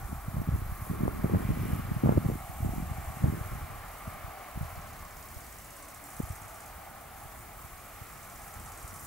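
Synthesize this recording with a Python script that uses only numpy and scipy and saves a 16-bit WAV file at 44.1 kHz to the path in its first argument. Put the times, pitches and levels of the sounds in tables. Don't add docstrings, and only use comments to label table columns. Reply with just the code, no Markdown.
import sys
import numpy as np
from scipy import signal
from scipy.io import wavfile
from scipy.ndimage import uniform_filter1d

SR = 44100
rng = np.random.default_rng(int(sys.argv[2]) if len(sys.argv) > 2 else 0)


def transcribe(signal):
    frames = np.atleast_2d(signal).T
    limited = np.clip(frames, -1, 1)
    pcm = np.round(limited * 32767).astype(np.int16)
    wavfile.write(sys.argv[1], SR, pcm)


def ratio_of_db(decibels):
    return 10 ** (np.asarray(decibels, float) / 20)


N = 399546

# (frequency [Hz], level [dB])
LINE_WHINE = [
    (15525, -82),
    (15575, -78),
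    (15625, -73),
    (15675, -78),
]
# (start [s], end [s], pitch [Hz], level [dB])
ENGINE_NOTES = [
    (5.757, 5.955, 299.5, -63.5),
    (5.999, 6.124, 289, -60.5),
]

# (time [s], level [dB])
ROAD_LEVEL = [(0, -52.5), (.4, -52.5), (1.05, -49.5), (1.74, -49), (2.44, -52), (3.48, -49.5),
              (4.18, -50.5), (4.88, -51.5), (5.58, -56), (6.27, -52.5), (6.97, -54), (7.67, -54.5),
              (8.71, -52.5), (9.06, -53)]
# (frequency [Hz], density [dB per Hz])
TYRE_COLOUR = [(200, -17), (455, -14), (540, -12), (620, -3), (800, -0.5), (960, -8.5), (1100, -0.5),
               (1280, -3), (1500, -9), (2330, -10.5), (2600, -17.5), (3000, -18), (3500, -25.5),
               (6000, -29)]
# (time [s], spread [s], lorry band [dB], tyre brightness [dB])
VEHICLES = [(0.12, .4, 4, -2.5), (.95, 0.7, -3, -2.5), (1.62, 0.23, -0.5, 4), (2.75, 0.49, 8, 1.8),
            (4.5, 0.39, 5, 1.7), (5.65, 0.37, 0.5, 4), (6.4, 0.34, 1.5, -1), (6.95, 0.5, 4.5, 0.3),
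            (8, 0.22, -1.5, 1.5), (8.45, 0.24, 1.5, 0.5), (9.06, 0.14, -2, -3)]
# (time [s], stretch [ratio])
ECHO_STRETCH = [(0, 1.02), (1, 1), (2, 0.99), (3, 1), (3.8, 0.99), (4.5, 0.98), (5.2, 0.98), (5.8, 0.94),
                (6.3, 1.04), (6.9, 1), (7.6, 1.014), (8.3, 1.01), (9.06, 1.02)]
# (frequency [Hz], density [dB per Hz])
WASH_COLOUR = [(150, 3.5), (300, 0.5), (450, 1), (700, -4), (1200, -6), (1800, -10), (2600, -17),
               (4000, -23.5)]
WASH_DB, STREAK_DB = -56.5, 1.2

# (frequency [Hz], left-right likeness [0-1])
AIR_LIKENESS = [(200, 1), (450, 0.12), (700, 1), (1200, 0.87), (2000, 0.76), (4500, 0.31), (8000, 0.33),
                (13000, 0.76)]
# (frequency [Hz], left port leads by [rad])
AIR_PHASE = [(0, -0.081), (1030, 0.73), (5250, -0.047), (6630, 0.64), (9820, -0.33), (10900, -0.0),
             (12600, -0.1), (16500, 0.0)]
# (frequency [Hz], left minus right [dB])
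PORT_BALANCE = [(60, -2), (130, 4), (290, 0), (640, 0), (1410, 0.5), (3100, 0), (6820, -1), (15000, -1.5)]

# (time [s], level [dB], share of lower voices [dB])
CHORUS_LEVEL = [(0, -59.5, -3), (.8, -56.5, -6), (1.95, -57.5, -5), (2.9, -57.5, -1.5), (4.3, -59, -4),
                (5.0, -58.5, -4), (5.9, -58.5, -3), (6.6, -57, -3), (7.0, -59.5, -3), (7.85, -58, -2.5),
                (8.5, -56.5, -3), (8.85, -57.5, -2), (9.06, -53, -2)]
# (frequency [Hz], density [dB per Hz])
WING_COLOUR = [(2000, -23), (3500, -5.5), (5000, -7), (7400, -2.5), (13400, 0), (14300, -2.5), (15300, -2)]
# (start [s], end [s], stroke rate [per s], depth [dB])
BUZZ_PHRASES = [(1.6, 1.8, 72, 6), (2.552, 2.78, 84, 5.5), (5.098, 5.302, 62, 2.5), (6.153, 6.33, 62, 4.5)]
# (start [s], end [s], lift [dB])
NEAR_SINGERS = [(.04, 0.162, 3.5), (.24, .32, 1), (.74, .93, 2.5), (1.3, 1.5, 0.5), (1.6, 1.818, 2),
                (2.62, 2.8, 2.5), (2.2, 2.6, 1.5), (3.05, 3.58, 2), (3.9, 4.1, 2), (4.542, 4.75, 2),
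                (5.183, 5.554, 2), (6.057, 6.36, 2), (6.4, 6.71, -1), (7.15, 7.43, 2.5), (7.577, 7.72, 2)]
SWELL_S, BREAK_S = 0.13, 0.11

# (time [s], pitch [Hz])
WING_PITCH = [(4.7, 6040), (5.4, 7350), (5.8, 8200), (6.7, 8200), (7.8, 7000), (8.5, 7900), (9.1, 8100)]
# (first [s], last [s], gap [s], first level [dB], last level [dB])
STROKE_RUNS = [(4.639, 4.697, .058, -46, -50), (4.755, 5.285, .0588, -45.5, -42),
               (5.3448, 5.9445, .06, -41.5, -38), (5.9954, 5.9954, .05, -46.5, -41),
               (6.0393, 6.5432, .063, -38.5, -39.5), (6.6031, 6.6599, .057, -38.5, -39.5),
               (7.8002, 8.2288, .0536, -50, -42), (8.2978, 8.7187, .06, -41.5, -37),
               (8.7741, 8.8773, .052, -39, -36.5), (8.9392, 9.048, .054, -38, -37)]
# (time [s], level [dB])
STRAY_STROKES = [(5.757, -47), (8.392, -48), (8.782, -40), (8.958, -40)]
# (delay [s], loss [dB], low edge [share of wing pitch], high edge [share of wing pitch])
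LEG_SCRAPES = [(-.0006, -20, 0.93, 1.19), (.0012, -25.5, 0.736, 0.95), (-.0018, -32.5, 0.55, 0.76),
               (-.0005, -25, 1.25, 1.7), (0.0152, -29, 0.66, 0.93), (.031, -32, 0.57, 0.74)]
STROKE_S, RING_S = 0.0015, 0.0095
DRAG_S, DRAG_DB, DRAG_BAND = 0.0464, -23, (0.66, 1.4)

# (start [s], hold [s], buffeting level [dB], eddy fineness as tilt [dB per octave])
GUST_TABLE = [(0.118, 0.034, -38, -6), (0.322, 0.037, -33, 2), (0.474, 0.04, -31.5, 0),
              (0.593, 0.06, -34, -4.5), (0.89, 0.18, -32, 3.5), (1.18, 0.19, -32.5, 6),
              (1.478, 0.25, -33, 3), (1.845, 0.041, -38, 4), (2.018, 0.027, -22, 5), (2.21, 0.045, -34, 3),
              (2.583, 0.16, -33.5, -1.5), (2.748, 0.047, -42, 3), (3.022, 0.17, -47, -11),
              (3.205, 0.026, -25.5, 2.5), (3.283, 0.036, -38.5, 5.5), (3.391, 0.13, -42, 1),
              (3.75, 0.11, -56, -6), (4.023, 0.039, -41, -1.5), (4.238, 0.046, -48.5, -3),
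              (4.518, 0.077, -38.5, -9), (6.14, .02, -46, -8), (6.197, 0.047, -46, -4.5),
              (7.644, .06, -53, -4), (8.526, 0.03, -48, -2)]
GUST_RISE_DB_PER_S, GUST_FALL_DB_PER_S, GUST_RISE_S = 404, 158, 0.039
# (time [s], buffeting level [dB])
BREEZE_LEVEL = [(0, -43), (.85, -42), (1.2, -37), (1.95, -37), (2.4, -46), (2.9, -41), (3.7, -45.5),
                (3.96, -54), (4.48, -60), (4.75, -51), (5.1, -53), (5.45, -52), (6, -58.5), (6.4, -56.5),
                (7, -54), (7.9, -56), (8.4, -55), (9.06, -53.5)]
BREEZE_TILT_DB = -0.9
# (frequency [Hz], density [dB per Hz])
BUFFET_COLOUR = [(15, -12), (40, 5.5), (100, 0.5), (200, -9.5), (330, -13.5), (500, -23), (900, -32.5),
                 (1600, -44.5), (4000, -89)]
# (frequency [Hz], left-right likeness [0-1])
BUFFET_LIKENESS = [(30, 1), (70, 1), (200, 0.83), (600, 0.48), (1500, 0.5)]

# (time [s], peak level [dB], pitch set by size [Hz], snap re peak [dB])
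SHARP_EDDIES = [(0.369, -21.5, 130, -18), (0.418, -24.5, 236, -16), (0.49, -17.5, 158, -22),
                (1.009, -22, 196, -23), (1.036, -16.5, 235, -26), (1.055, -23, 190, -12),
                (1.08, -26, 330, 0.5), (1.245, -14.5, 212, -16), (1.348, -18, 126, -9.5),
                (1.359, -16, 136, -22), (1.37, -20, 110, -19), (1.492, -20, 166, -19),
                (1.506, -17.5, 169, -20), (1.734, -18, 121, -18), (1.918, -19, 155.6, -22),
                (2.038, -13.5, 230, -29), (2.047, -17.5, 200, -26), (2.061, -13.5, 190, -16),
                (2.073, -19, 138, -7), (2.093, -11.5, 202, -8.5), (2.124, -18, 227, -9),
                (2.176, -14.5, 302, -24), (2.18, -13, 148, -26), (2.25, -23.5, 200, -23),
                (2.301, -22.5, 330, -13), (2.649, -24, 245, -16), (2.694, -25, 171, -18),
                (3.243, -12, 138, -19), (4.078, -30, 120, -20), (6.203, -20, 211, -24)]
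# (time [s], peak level [dB], pitch [Hz])
SMOOTH_EDDIES = [(0.053, -29.5, 69.4), (0.13, -27.5, 193), (0.285, -24.5, 118), (0.383, -24, 116),
                 (0.402, -23.5, 100), (0.539, -23, 99), (0.55, -20, 90), (0.903, -21.5, 136),
                 (0.915, -22.5, 167), (1.338, -16, 203), (1.407, -25, 170), (1.453, -23, 170),
                 (1.521, -23.5, 100), (1.618, -22, 142), (1.968, -21, 118), (2.263, -16, 101),
                 (2.29, -20.5, 169), (2.357, -27, 214), (2.662, -22, 101), (2.783, -23.5, 169),
                 (2.917, -24, 100), (3.227, -26, 140), (3.284, -18.5, 110), (3.327, -24.5, 170),
                 (4.576, -27, 143), (4.614, -24.5, 113), (4.632, -28, 101), (6.307, -27.5, 106),
                 (1.797, -26, 201.6), (3.262, -21, 189)]
# (time [s], peak level [dB])
SIZED_EDDIES = [(4.248, -32.5), (4.779, -34), (5.369, -34.5), (6.239, -30), (7.26, -39), (7.65, -41),
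                (8.02, -35.5), (8.848, -35.5), (9.7, -37), (6.33, -41), (3.252, -27), (.625, -27.5),
                (0.724, -28), (0.824, -28), (2.5, -32), (2.168, -19), (2.985, -29), (3.62, -38)]
# (time [s], peak level [dB], pitch [Hz])
INNER_EDDIES = [(0.015, -38, 90), (0.346, -28, 117), (0.443, -40, 103), (0.477, -27.4, 172),
                (0.592, -35, 80), (0.699, -35, 90), (0.935, -31, 222), (0.951, -34, 90), (0.972, -31, 90),
                (1.134, -38, 103), (1.149, -32, 151), (1.163, -32, 253), (1.174, -30, 195),
                (1.19, -31, 172), (1.201, -36, 171), (1.226, -34, 222), (1.258, -26.5, 327),
                (1.266, -28, 151), (1.299, -28, 371), (1.323, -28.9, 287), (1.429, -36, 422),
                (1.44, -30, 222), (1.469, -32, 133), (1.538, -26.5, 133), (1.574, -27.5, 195),
                (1.634, -32, 220), (1.656, -24.5, 200), (1.69, -28, 172), (1.705, -28, 222),
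                (1.755, -28, 117), (1.779, -35, 90), (1.854, -33.5, 117), (2.107, -24, 172),
                (2.145, -29.7, 172), (2.156, -27, 195), (2.217, -33, 195), (2.324, -27, 117),
                (2.606, -31.5, 150), (2.631, -27.5, 133), (2.737, -29.5, 220), (2.763, -31.2, 172),
                (2.802, -29, 195), (2.818, -39, 172), (2.829, -26.5, 195), (2.868, -39, 117),
                (2.999, -36, 103), (3.032, -39, 91), (3.086, -32, 70), (3.104, -33, 133), (3.171, -35, 151),
                (3.207, -33, 103), (3.3, -24, 151), (3.366, -37, 117), (3.378, -32, 151),
                (3.414, -28.5, 133), (3.533, -33, 103), (3.556, -32, 150), (3.64, -34, 80),
                (4.653, -35, 80)]
# (time [s], peak level [dB], pitch [Hz])
FURTHER_EDDIES = [(1.084, -24, 120), (1.302, -35, 100), (2.443, -37.5, 90), (3.518, -31, 110),
                  (3.728, -38, 90), (3.76, -39, 90), (3.787, -40, 90), (4.163, -42, 90), (4.216, -45, 90),
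                  (4.282, -38, 100), (4.56, -38, 170), (4.73, -36, 90), (4.795, -38, 120), (4.85, -45, 80),
                  (4.873, -50, 90), (4.9, -48, 90), (4.93, -47, 80), (6.28, -41, 90), (6.421, -42, 80),
                  (6.462, -43, 90), (6.767, -43, 90), (8.365, -41, 90), (8.57, -43, 90), (9.039, -43, 90),
                  (0.561, -30, 240), (1.02, -34, 240), (1.511, -25.5, 240), (2.053, -22, 200),
                  (2.666, -27, 260), (2.675, -31, 260), (3.272, -27, 190), (8.931, -40, 240),
                  (3.348, -30, 120), (2.902, -32, 110), (2.84, -36, 150), (0.552, -37, 240), (1.064, -26, 230),
                  (1.197, -31, 240), (1.602, -31, 100), (2.066, -23, 200), (2.195, -31, 150),
                  (2.206, -32, 170), (2.23, -31, 150), (3.464, -34, 100), (3.706, -37, 90), (8.666, -44, 90),
                  (2.338, -28, 130)]
# (time [s], peak level [dB], pitch [Hz])
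TORN_EDDIES = [(0.620, -33, 330), (0.870, -37, 580), (1.031, -29, 520), (1.049, -36, 480),
               (1.061, -32, 480), (1.080, -28, 1000), (1.237, -32, 800), (1.240, -35, 480),
               (1.252, -33, 480), (1.266, -36, 480), (1.271, -36, 480), (1.298, -35, 480),
               (1.349, -26, 1000), (1.376, -35, 450), (1.432, -37, 480), (1.500, -37, 480),
               (1.513, -30, 340), (1.713, -36, 480), (1.800, -39, 540), (1.852, -36, 1100),
               (2.036, -30, 420), (2.059, -34, 1400), (2.060, -27, 480), (2.068, -32, 500),
               (2.068, -37, 1600), (2.085, -31, 480), (2.091, -29, 1050), (2.099, -31, 650),
               (2.110, -31, 650), (2.123, -27, 950), (2.127, -33, 590), (2.165, -34, 480),
               (2.179, -20, 420), (2.258, -33, 480), (2.316, -29, 420), (2.649, -35, 480),
               (3.246, -33, 800), (3.337, -30, 300), (6.201, -31, 430)]
ROUND_SNAP_DB, SIZED_HZ, INNER_LIFT_DB = -35, 90.5, 1
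STEEP_FRONT = 0.21
PUSH_TURNS, PUSH_SPREAD = 0.094, 0.53
LATE_TURNS = 0.25


def evened(x):
    return x / np.sqrt(np.mean(x ** 2) + 1e-20)


def read(points, hz):
    f, value = np.transpose(points)
    return np.interp(np.log(hz + 1), np.log(f + 1), value)


def follow(rows, t):
    s, *columns = np.transpose(rows)
    return [np.interp(t, s, c) for c in columns]


def add(mix, s, sound):
    part = mix[max(round(s * SR), 0):][:len(sound)]
    part += sound[:len(part)]


def frame_grid(size):
    return np.arange(4 * N // size + 5) * size / 4 / SR, np.fft.rfftfreq(size, 1 / SR)[:, None]


def noise_pair(size, level_db, colour_db, same, lead, balance_db, patch_db):
    a, b, c, d, patches = rng.standard_normal((colour_db.shape[1], size // 2 + 1, 5)).T
    patches = uniform_filter1d(patches, size=5, axis=0)
    patches = evened(uniform_filter1d(patches, size=9, axis=1))
    shape = ratio_of_db(colour_db) / np.sqrt(np.mean(ratio_of_db(colour_db) ** 2, axis=0))
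    same = np.clip(same, 0, 1)
    left = a + 1j * b
    right = (same * left + np.sqrt(1 - same ** 2) * (c + 1j * d)) * np.exp(-1j * lead)
    z = np.array([left * ratio_of_db(balance_db / 2), right * ratio_of_db(-balance_db / 2)]) * shape
    overlap = 3 * size // 4
    unit = np.sqrt(np.mean(signal.istft(z[..., ::4], nperseg=size, noverlap=overlap)[1] ** 2))
    sound = signal.istft(z * ratio_of_db(level_db + patch_db * patches), nperseg=size, noverlap=overlap)[1]
    return sound[:, :N] / unit


def lumps(per_s):
    knots = np.arange(0, N + SR, SR / per_s)
    slow = np.interp(np.arange(N), knots, rng.standard_normal(len(knots)))
    return evened(uniform_filter1d(slow, size=200))


def whine():
    t = np.arange(N) / SR
    return sum(ratio_of_db(db + 3) * np.sin(2 * np.pi * (hz * t + rng.random())) for hz, db in LINE_WHINE)


def drone():
    out = np.zeros(N)
    for a, b, hz, db in ENGINE_NOTES:
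        t = np.arange(0, b - a, 1 / SR)
        fade = np.sin(np.pi * t / (b - a)) ** 0.41
        add(out, a, ratio_of_db(db + 3) * fade * np.sin(2 * np.pi * hz * (t - 0.094 * t ** 2)))
    return out


def road():
    t, hz = frame_grid(size=2048)
    lorry_db, bright_db = sum(np.outer(db, np.exp(-((t - s) / spread) ** 2))
                              for s, spread, *db in VEHICLES)
    lorry_db = lorry_db - lorry_db.mean()
    bright_db = bright_db - bright_db.mean()
    colour_db = read(TYRE_COLOUR, hz / follow(ECHO_STRETCH, t)[0])
    colour_db = colour_db + bright_db * np.clip((hz - 1300) / 1200, 0, 1.3)
    colour_db += lorry_db * np.exp(-((hz - 760) / 170) ** 2)
    level_db = follow(ROAD_LEVEL, t)[0] + 4.0 + 0.23 * lorry_db
    streaks = uniform_filter1d(rng.standard_normal(colour_db.shape[::-1]), size=30, axis=0)
    colour_db += STREAK_DB * evened(uniform_filter1d(streaks, size=2, axis=1)).T
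    near, far = ratio_of_db(2 * colour_db), ratio_of_db(2 * read(WASH_COLOUR, hz))
    power = near / near.mean(0) * ratio_of_db(2 * level_db) + far / far.mean(0) * ratio_of_db(2 * WASH_DB)
    return noise_pair(2048, 10 * np.log10(power.mean(0)), 10 * np.log10(power), read(AIR_LIKENESS, hz),
                      read(AIR_PHASE, hz), read(PORT_BALANCE, hz), patch_db=0.63)


def wing_strokes(turns, sharp):
    pulse = np.exp(sharp * np.cos(2 * np.pi * turns))
    return (pulse - pulse.mean()) / pulse.std()


def chorus():
    t, hz = frame_grid(size=256)
    level_db, low_db = follow(CHORUS_LEVEL, t)
    for a, b, db in NEAR_SINGERS:
        level_db += db * np.clip(np.minimum((t - a) / SWELL_S, (b - t) / BREAK_S) + .5, 0, 1)
    low = np.clip((10500 - hz) / 1500, 0, 1) * np.clip((hz - 4500) / 2000, 0, 1)
    far = np.clip((6500 - hz) / 2000, 0, 1)
    trill_db = 2.1 * wing_strokes(115.65 * t, 3.5) * np.exp(-((hz - 13500) / 2500) ** 2)
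    throb_db = 0.97 * lumps(per_s=130)[np.minimum(t * SR, N - 1).astype(int)]
    buzz_db = sum(db / 2 * wing_strokes(rate * t, 1.2) * (t > a) * (t < b)
                  for a, b, rate, db in BUZZ_PHRASES)
    colour_db = read(WING_COLOUR, hz) + (low_db - low_db.mean()) * low - far * (level_db - level_db.mean())
    moving_db = level_db + 4.5 + trill_db + throb_db * (1 - far)
    moving_db = moving_db + buzz_db * np.clip((hz - 8000) / 3000, 0, 1)
    return noise_pair(256, moving_db, colour_db, read(AIR_LIKENESS, hz),
                      read(AIR_PHASE, hz), read(PORT_BALANCE, hz), patch_db=1.24)


def leg_strokes():
    runs = [np.linspace([a, db_a], [b, db_b], round((b - a) / gap) + 1)
            for a, b, gap, db_a, db_b in STROKE_RUNS]
    return np.concatenate([*runs, STRAY_STROKES])


def grasshopper():
    out, t = np.zeros((2, N)), np.arange(2400) / SR
    ticks = leg_strokes()
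    pitch = follow(WING_PITCH, ticks[:, 0])[0]
    stroke = (t / STROKE_S) * np.exp(1 - t / STROKE_S)
    stroke += 0.48 * (1 - np.exp(-t / STROKE_S)) * np.exp(-t / RING_S)
    drag = np.clip(np.minimum(t, DRAG_S - t) / .003, 0, 1)
    parts = [*[(*row, stroke[:900]) for row in LEG_SCRAPES], (0, DRAG_DB, *DRAG_BAND, drag)]
    noise = rng.standard_normal((len(pitch), len(parts), 2, 2400))
    for (s, db), hz, scrapes in zip(ticks, pitch, noise):
        for (after, loss_db, low, high, shape), scrape in zip(parts, scrapes):
            band = signal.butter(3, [low * hz, high * hz], "band", fs=SR)
            near, echo = evened(signal.lfilter(*band, scrape[:, :len(shape)]) * shape)
            add(out[0], s + after, ratio_of_db(db + loss_db - 6.5) * (near + 0.2 * echo) * 2)
            add(out[1], s + after, ratio_of_db(db + loss_db - 3.5) * near * 2)
    return out


def wind(t):
    start, hold, db, tilt = np.transpose(GUST_TABLE)[:, :, None]
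    since = t - start - GUST_RISE_S
    rise_db = GUST_RISE_DB_PER_S * np.minimum(since, 0)
    fall_db = GUST_FALL_DB_PER_S * np.maximum(since - hold, 0)
    gusts = ratio_of_db(2 * (db + rise_db - fall_db))
    breeze = ratio_of_db(2 * follow(BREEZE_LEVEL, t)[0])
    power = breeze + gusts.sum(0)
    return 10 * np.log10(power), (BREEZE_TILT_DB * breeze + (tilt * gusts).sum(0)) / power


def buffeting():
    t, hz = frame_grid(size=2048)
    _, tilt = wind(t)
    colour_db = read(BUFFET_COLOUR, hz) + tilt * np.log2(np.clip(hz, 50, 1500) / 90)
    lead = 2 * np.pi * hz * 0.00072
    rumble = noise_pair(2048, 0, colour_db, read(BUFFET_LIKENESS, hz), lead, -0.4, patch_db=1.5)
    level_db = np.repeat(wind(np.arange(N // 64 + 1) * 64 / SR)[0], 64)[:N]
    level_db = uniform_filter1d(level_db, size=64)
    lumpy_db = np.clip(0.07 * (level_db + 63.0), .4, 2.4)
    eased_db = level_db + 1.73 - 0.32 * np.maximum(level_db + 51.5, 0)
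    return rumble * ratio_of_db(eased_db + lumpy_db * lumps(per_s=66))


def eddies():
    out, t = np.zeros((2, N)), np.arange(-1500, 1500) / SR
    smooth = [*SMOOTH_EDDIES, *[(*row, SIZED_HZ) for row in SIZED_EDDIES],
              *[(s, db + INNER_LIFT_DB, hz) for s, db, hz in INNER_EDDIES], *FURTHER_EDDIES, *TORN_EDDIES]
    rows = [*SHARP_EDDIES, *[(*row, ROUND_SNAP_DB) for row in smooth]]
    for (s, db, hz, snap_db), (turn, swirl, *wobble) in zip(rows, rng.random((len(rows), 6))):
        late = min(0.00071 + 0.054 / hz, LATE_TURNS / hz)
        push = PUSH_TURNS + PUSH_SPREAD * (turn - .5)
        for port in (0, 1):
            size = 1 + 0.5 * (wobble[port] - .5)
            twist = 0.17 * (wobble[2 + port] - .5)
            u = (t - (port - .5) * late) * hz * size
            u = u * (1 - STEEP_FRONT * np.tanh(2 * u))
            swing = np.exp(-abs(u / 0.49) ** 1.62) * np.cos(2 * np.pi * (u + push + twist))
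            around = np.exp(-u ** 2)
            swing -= 0.47 * swing.sum() * around / around.sum()
            edge = (t - (port - .5) * 0.00046) * 620 * size
            snap = np.exp(-abs(edge / 0.44) ** 1.25) * np.cos(2 * np.pi * (edge + swirl + twist))
            level = ratio_of_db(db + 1.0 + (port + 0.5) * 0.81)
            add(out[port], s - 1500 / SR, level * (swing + ratio_of_db(snap_db + 6.5) * snap))
    return out


def scene():
    return whine() + drone() + road() + chorus() + grasshopper() + buffeting() + eddies()


def top_cut(x):
    return signal.sosfilt(signal.butter(12, 16930, fs=SR, output="sos"), x)


def record(dry):
    cut = signal.lfilter(*signal.butter(1, 25, "high", fs=SR), dry)
    edge = signal.firwin(1501, 15760, window=("kaiser", 9), fs=SR)
    return top_cut(signal.oaconvolve(cut, edge[None], "same"))


dry = scene()
out = record(dry)
transcribe(out)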